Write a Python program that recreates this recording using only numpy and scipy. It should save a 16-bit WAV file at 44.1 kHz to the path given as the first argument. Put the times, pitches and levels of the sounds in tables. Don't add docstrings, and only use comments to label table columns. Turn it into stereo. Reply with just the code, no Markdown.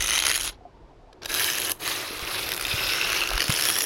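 import sys
import numpy as np
from scipy import signal
from scipy.fft import rfft, irfft
from scipy.io import wavfile
from scipy.ndimage import uniform_filter1d, map_coordinates

SR = 44100
rng = np.random.default_rng(int(sys.argv[2]) if len(sys.argv) > 2 else 0)


def ratio_of_db(decibels):
    return 10 ** (np.asarray(decibels, float) / 20)


def dump(signal):
    limited = np.clip(np.atleast_2d(signal).T, -1, 1)
    pcm = np.round(limited * 32767).astype(np.int16)
    wavfile.write(sys.argv[1], SR, pcm)


N = 169785

# t/s, level/dB, brightness/dB, chatter depth [0-1]
STROKE_1 = [
    (0, -34, -3.5, 0.55),
    (0.12, -31, -4.5, 0.7),
    (0.28, -32, -5, 0.3),
    (0.36, -39, -1.5, 0),
    (0.462, -32.5, -1.5, 0.1),
    (0.497, -36, -8.5, 0.4),
    (0.515, -59, 3, 0.2),
]
STROKE_2 = [
    (1.279, -49, -1, 0.28),
    (1.298, -31.5, -6, 0.41),
    (1.42, -25.5, -2.5, 0.077),
    (1.56, -30.5, -4, 0.11),
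    (1.71, -27, -3, 0.24),
    (1.735, -49.5, 4, 0.24),
]
STROKE_3 = [(1.787, -57, 3, 0.68), (1.816, -33, -4.5, 0.12), (1.9, -25.5, -4.5, 0.098),
            (2.07, -32.5, -9, 0.12), (2.25, -32, -7.5, 0.2), (2.35, -26.5, -8.5, 0.25),
            (2.6, -31.5, -4.5, 0.48), (2.719, -26.5, -8, 0.13), (2.92, -25.5, -8, 0.073),
            (3.04, -27.5, -9, 0.11), (3.16, -25.5, -7.5, 0.17), (3.27, -29.5, -9.5, 0.23),
            (3.46, -29, -8.5, 0.39), (3.66, -25.5, -3.5, 0.28), (3.85, -32, -1, 0.18)]
LIFT = [(.55, -62.5, -27, 0.55), (1.22, -42, -23, 0.32)]
# t/s, rate/(1/s)
SLIP_RATE_PER_S = [(.5, 140), (2.4, 85)]
# t/s, peak level/dB
CATCHES_EARLY = [(0.0079, -22), (0.024, -20.5), (0.0295, -30), (0.0406, -26), (0.045, -24), (0.0543, -30),
                 (0.0614, -24), (0.073, -21.5), (0.0813, -21), (0.0904, -19), (0.0983, -20.5),
                 (0.1076, -20.5), (0.117, -24), (0.1226, -22), (0.1284, -21.5), (0.135, -22), (0.141, -22),
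                 (0.147, -23), (0.1534, -20.5), (0.1601, -20.5), (0.1673, -25), (0.1742, -23.5),
                 (0.1802, -17.5), (0.1905, -19), (0.2016, -20), (0.208, -25), (0.2162, -39.5),
                 (0.224, -20.5), (0.2383, -21.5), (0.2518, -18.5), (0.2562, -19), (0.2676, -14),
                 (0.281, -20), (0.288, -21), (0.2957, -22), (0.3013, -19.5), (0.3082, -23), (0.3153, -19.5),
                 (0.3251, -26.5), (0.3332, -26), (0.3436, -21.5), (0.3507, -24.5), (0.358, -22.5),
                 (0.3646, -23), (0.37, -33), (0.3779, -23.5), (0.388, -28), (0.398, -27.5), (0.4045, -28),
                 (0.411, -26), (0.4202, -29), (0.434, -28), (0.4414, -28), (0.448, -24.5), (0.454, -28.5),
                 (0.4605, -30), (0.477, -25.5), (0.485, -32)]
GRAZE = [(1.1304, -46.5)]
CATCHES_MIDDLE = [(1.2215, -39), (1.2338, -34.5), (1.2495, -32.5), (1.2592, -24.5), (1.306, -27),
                  (1.319, -26.5), (1.3424, -22), (1.3485, -21), (1.397, -19.5), (1.4442, -18),
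                  (1.501, -21.5), (1.5264, -26), (1.5353, -21), (1.5542, -23.5), (1.584, -22),
                  (1.5947, -29), (1.601, -21), (1.609, -26.5), (1.6187, -24.5), (1.684, -26), (1.6967, -21),
                  (1.7181, -18.5), (1.878, -18.5), (2.1827, -30), (2.1939, -25.5), (2.2506, -28),
                  (2.2608, -29.5), (2.346, -20.5), (2.373, -29), (2.3935, -23.5), (2.409, -28),
                  (2.454, -28), (2.48, -27), (2.491, -22.5), (2.5193, -20), (2.5284, -24.5), (2.5382, -22),
                  (2.547, -24), (2.5656, -23), (2.5775, -23.5), (2.587, -33), (2.5973, -27),
                  (2.6122, -22.5), (2.625, -24), (2.6423, -28), (2.652, -23), (2.6682, -21.5),
                  (2.6823, -23.5)]
CATCHES_LATE = [(2.7385, -22), (2.9357, -19), (3.0147, -21), (3.023, -23.5), (3.1025, -18.5),
                (3.121, -20.5), (3.1302, -18.5), (3.2072, -21), (3.2167, -24), (3.2368, -20), (3.2526, -27),
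                (3.275, -21), (3.29, -21), (3.3054, -21), (3.3354, -21), (3.3553, -21), (3.3795, -19),
                (3.3973, -21.5), (3.406, -15.5), (3.4196, -18), (3.4268, -20.5), (3.4416, -21),
                (3.4684, -26), (3.482, -19.5), (3.4966, -23), (3.5032, -17.5), (3.5248, -20.5),
                (3.5398, -20.5), (3.55, -23), (3.5632, -22), (3.5896, -24), (3.5973, -21.5), (3.611, -21),
                (3.6238, -20), (3.6382, -20.5), (3.6538, -18.5), (3.688, -19), (3.6956, -21.5),
                (3.7014, -19), (3.7134, -23.5), (3.7315, -25), (3.7485, -25), (3.7564, -22),
                (3.7656, -22.5), (3.7766, -25), (3.7872, -19.5), (3.8074, -22), (3.8205, -22.5),
                (3.83, -24.5), (3.8404, -24)]
# f/Hz, level/dB
CRUSH = [(530, -20.5), (900, -15.5), (1150, -10.5), (2690, -1.5), (3150, -5), (5410, -8), (7580, -13),
         (10900, 0), (16000, -11.5)]
# f/Hz, level/dB
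CRUSH_APART = [(530, -48.5), (900, -11.5), (1320, -27), (1600, -14.5), (1950, -17), (2730, -3.5),
               (8150, -2.5), (10900, 5.5), (16000, -6.5)]
GRIPS_S = [.25, 1.399, 1.69, 1.92, 2.4, 2.95, 3.38, 3.7]
# f/Hz, level/dB
RODS = [
    [(1410, -4.5), (2050, -0.5), (3100, 3), (3930, 0), (6380, 9.5), (9900, 10.5)],
    [(1640, 1.5), (3150, -3.5), (3870, 0.5), (4930, -1.5), (6030, 2.5), (10100, 7)],
    [(1770, 2), (3040, 0), (3750, -29), (6440, -0.5), (11400, 3.5)],
    [(1170, -4.5), (2000, -4.5), (3950, 0), (6400, -11), (10900, -12)],
    [(1150, -24), (2540, -7), (3470, -2.5), (11000, 1.5)],
    [(1520, -2), (2100, -7.5), (2680, 4.5), (3800, -5.5), (5300, -0.5), (10900, -10)],
    [(1400, -2), (2800, 4), (4500, 0.5), (6500, -3), (10500, 5.5)],
    [(1740, 1), (3300, 0), (5500, 7.5), (6600, 2.5), (10250, 12.5)],
]
GLIDES_PER_S = [0.19, 0.05, 0.028, 0.1, 0.15, 0.16, 0.29, 0.25]
# f/Hz, level/dB
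SHEET = [(53, -40), (90, 4.5), (243, -8.5), (322, 8), (869, -4), (1300, -4), (1690, -12), (2860, -120)]
# f/Hz, level/dB
AIR = [(53, -52), (90, -6), (175, -12.5), (363, -8.5), (528, -14), (906, -18.5), (1880, -28), (5000, -36),
       (13000, -58.5)]
# t/s, level/dB
WIND = [
    (0, -40),
    (.55, -42.5),
    (0.749, -51),
    (2.051, -59),
    (2.25, -44.5),
    (3.29, -45.5),
    (3.35, -37),
    (3.45, -52),
    (3.75, -57),
]
# f/Hz, level/dB
WIND_COLOUR = [(12, -34), (20, 6.5), (48, 8), (146, -20), (200, -26), (260, -62.5), (440, -120)]
# t/s, level/dB, f/Hz
BLIPS = [
    (0.608, -42, 727),
    (0.651, -31.5, 710),
    (0.742, -46.5, 940),
    (0.896, -48.5, 940),
    (1.072, -47, 665),
]
# t/s, level/dB, f/Hz, t60/s
THUMPS = [
    (2.107, -20.5, 350, 0.02),
    (2.226, -23, 60, 0.028),
    (2.739, -18.5, 101, 0.037),
    (3.3143, -8.5, 770, 0.0075),
    (3.494, -12, 141, 0.053),
]

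GRIT_PER_S, GRIT_SPREAD_DB = 12000, 2.5
SLIP_S, SLIP_JITTER, SLIP_SPREAD_DB = 0.0039, 0.24, 1
CATCH_S, CATCH_DB = 0.0015, -0.5
STICK_S, STICK_DB = 0.0051, -4.5
APART_SAME, PORT_FLIP_HZ = 0.43, 2400
BRIGHT_REF_DB, BRIGHT_FROM_HZ, BRIGHT_FULL_HZ = 2.5, 5370, 8650
CRISP, PATCH_DB, SPECK_DB = .15, 1.37, 2.5
FAR_TOP_HZ, FAR_TOP_DB, FAR_SHEET_DB = 11500, -6, -6
RING_DB, FLICKER_DB, WAVER, RING_WIDTH_HZ, RING_LOSS = -15, 0.5, 0.017, 63.5, 0.035
SHEET_DB, SHEET_FOLLOW = -14, 0.45
BANK_T60_S, BANK_DB = .11, -19
AIR_DB, AIR_SAME = -54, 0.54
GUST_DB, WIND_SAME = 3.5, 0.18
BLIP_T60_S, BLIPS_PER_S, SMALL_BLIP_DB = 0.064, 140, -58.5
EDGE_HZ, CEILING = 16180, .6


def evened(x):
    return x / np.sqrt(np.mean(x ** 2) + 1e-20)


def read(points, hz):
    f, value_db = np.transpose(points)
    return np.interp(np.log(hz + 1), np.log(f + 1), value_db, -120, -120)


def coloured(x, points):
    gain = ratio_of_db(read(points, np.fft.rfftfreq(N, 1 / SR)))
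    return evened(irfft(rfft(x) * gain, N))


def wander(per_s):
    knots = rng.standard_normal(int(N / SR * per_s) + 3)
    return evened(map_coordinates(knots, [np.arange(N) / SR * per_s], order=2))


def burst(width_s):
    t = np.arange(-400, 401) / SR
    spindle = np.exp(-(t / width_s) ** 2 / 2)
    tail = (t > 0) * np.exp(-abs(t) / .005) * (1 - np.exp(-(t / width_s) ** 2))
    return spindle + .15 * tail


def chatter(t):
    jitter = np.exp(SLIP_JITTER * wander(150) + 0.22 * wander(6))
    turns = np.cumsum(np.interp(t, *np.transpose(SLIP_RATE_PER_S)) * jitter) / SR
    slip_db = SLIP_SPREAD_DB * np.clip(rng.standard_normal(N), -3, 1.5)
    slips = (np.diff(np.floor(turns), prepend=0) > 0) * ratio_of_db(slip_db)
    return evened(signal.oaconvolve(slips, burst(SLIP_S), "same"))


def catches():
    hits = np.zeros(N)
    for s, db in CATCHES_EARLY + GRAZE + CATCHES_MIDDLE + CATCHES_LATE:
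        hits[round(s * SR)] = ratio_of_db(db + CATCH_DB)
    hold = np.exp(-(np.arange(-800, 801) / SR / STICK_S) ** 2)
    stuck = np.minimum(signal.oaconvolve(1. * (hits > 0), hold, "same"), 1)
    return abs(signal.oaconvolve(hits, burst(CATCH_S), "same")), stuck


def contact():
    t = np.arange(N) / SR
    rows = np.array(STROKE_1 + LIFT + STROKE_2 + STROKE_3)
    level_db, bright_db, depth = (np.interp(t, rows[:, 0], rows[:, k]) for k in range(1, 4))
    level_db = np.where(abs(t - .89) < .329, -95, level_db)
    steady = 1 - np.clip(depth, 0, .97)
    force = ratio_of_db(level_db) * np.sqrt(steady ** 2 + (1 - steady ** 2) * chatter(t) ** 2)
    hard, stuck = catches()
    return np.maximum(force * ratio_of_db(STICK_DB * stuck), hard), bright_db


def ring(x, angle, width_hz):
    r, turn = np.exp(-np.pi * width_hz / SR), np.exp(1j * angle)
    smooth = signal.lfilter([np.sqrt(2 - 2 * r ** 2)], [1, -r], x * turn.conj())
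    return (turn * smooth).real


def rod(drive, clock):
    out, waver = np.zeros(N), WAVER * wander(24.75)
    for k, rings in enumerate(RODS):
        share = np.sqrt(np.interp(clock, GRIPS_S, np.arange(len(RODS)) == k))
        on = share > 0
        pitch = 1 + GLIDES_PER_S[k] * (clock - GRIPS_S[k]) + waver
        angle = 2 * np.pi * np.cumsum(pitch[on]) / SR
        for f, db in rings:
            push = drive * share * ratio_of_db(db + RING_DB + FLICKER_DB * np.tanh(wander(30)))
            out[on] += ring(push[on], f * angle, RING_WIDTH_HZ + RING_LOSS * f)
    return out


def sheet(grit, force, clock):
    push = 0.035 * (uniform_filter1d(force, 600) / 0.027) ** SHEET_FOLLOW
    return ratio_of_db(SHEET_DB + FAR_SHEET_DB * (clock < 1)) * coloured(grit, SHEET) * push


def mottle(bins, frames, over_frames, over_bins):
    x = uniform_filter1d(rng.standard_normal((frames, bins)), over_frames, 0)
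    return evened(uniform_filter1d(x, over_bins, 1)).T


def scrape():
    force, bright_db = contact()
    clock = np.arange(N) / SR
    size_db = GRIT_SPREAD_DB * np.minimum(rng.exponential(1, (2, N)), 4)
    size = (rng.random((2, N)) < GRIT_PER_S / SR) * ratio_of_db(size_db)
    grit = evened(size * rng.choice([-1., 1.], (2, N)))

    alike = coloured(grit[0], CRUSH) * force + rod(grit[0] * force, clock)
    apart = [coloured(g, CRUSH_APART) * force for g in grit]
    hz, t, z = signal.stft(np.array([alike, *apart]), SR, nperseg=128)
    flip = 1j * np.sign(np.cos(2 * np.pi * hz / PORT_FLIP_HZ))[:, None]
    z = np.array([z[0], flip * APART_SAME * z[1] + np.sqrt(1 - APART_SAME ** 2) * z[2]])

    lean = np.clip((hz - BRIGHT_FROM_HZ) / (BRIGHT_FULL_HZ - BRIGHT_FROM_HZ), 0, 1)[:, None]
    force_db = 20 * np.log10(force)
    bright_db = bright_db + CRISP * np.clip(force_db - uniform_filter1d(force_db, 2000), -10, 10)
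    field_db = lean * (np.interp(t, clock, bright_db) - BRIGHT_REF_DB)
    field_db += PATCH_DB * mottle(len(hz), len(t), 50, 2)
    field_db += SPECK_DB * mottle(len(hz), len(t), 5, 5)
    field_db += FAR_TOP_DB * (hz > FAR_TOP_HZ)[:, None] * (t < 1.2)
    mid, side = signal.istft(z * ratio_of_db(field_db), SR, nperseg=128)[1][:, :N]
    mid = mid + sheet(grit[0], force, clock)
    return np.array([mid + side, mid - side])


def banks(x):
    t = np.arange(SR // 4) / SR
    both, apart = rng.standard_normal((2, len(t))) * ratio_of_db(-60 * t / BANK_T60_S) * (t > .004)
    apart = 0.2 * np.gradient(apart) + .1 * apart
    taps = np.array([both + apart, both - apart])
    return ratio_of_db(BANK_DB) * signal.oaconvolve(x, taps / np.linalg.norm(taps[0]), axes=1)[:, :N]


def spread(points, same):
    a, b = (coloured(v, points) for v in rng.standard_normal((2, N)))
    return np.array([a, same * a + np.sqrt(1 - same ** 2) * b])


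def air():
    return ratio_of_db(AIR_DB) * spread(AIR, AIR_SAME)


def wind():
    level_db = np.interp(np.arange(N) / SR, *np.transpose(WIND))
    return spread(WIND_COLOUR, WIND_SAME) * ratio_of_db(level_db + GUST_DB * wander(11))


def knocks(rows, rise_s):
    out, t = np.zeros(N + SR), np.arange(SR // 4) / SR
    for s, db, hz, t60_s in rows:
        at = round(s * SR)
        envelope = ratio_of_db(db - 60 * t / t60_s) * np.minimum(t / rise_s, 1)
        out[at:at + len(t)] += envelope * np.sin(2 * np.pi * hz * t)
    return out[:N]


def blips():
    u = rng.random((round(BLIPS_PER_S * N / SR), 3))
    small = [(a * N / SR, SMALL_BLIP_DB + 10 * b, 300 + 800 * c, BLIP_T60_S) for a, b, c in u]
    return knocks([(*row, BLIP_T60_S) for row in BLIPS] + small, 0.0028)


def thumps():
    return knocks(THUMPS, 0.0019)


def scene():
    near = scrape() + blips() + thumps()
    return near + banks(near) + air() + wind()


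def band_limit(x):
    return signal.sosfilt(signal.butter(12, 16510, fs=SR, output="sos"), x)


def record(dry):
    edge = signal.firwin(511, EDGE_HZ, window=("kaiser", 9), fs=SR)[None]
    limited = CEILING * np.tanh(dry / CEILING)
    return band_limit(signal.oaconvolve(limited, edge, "same"))


dry = scene()
out = record(dry)
dump(out)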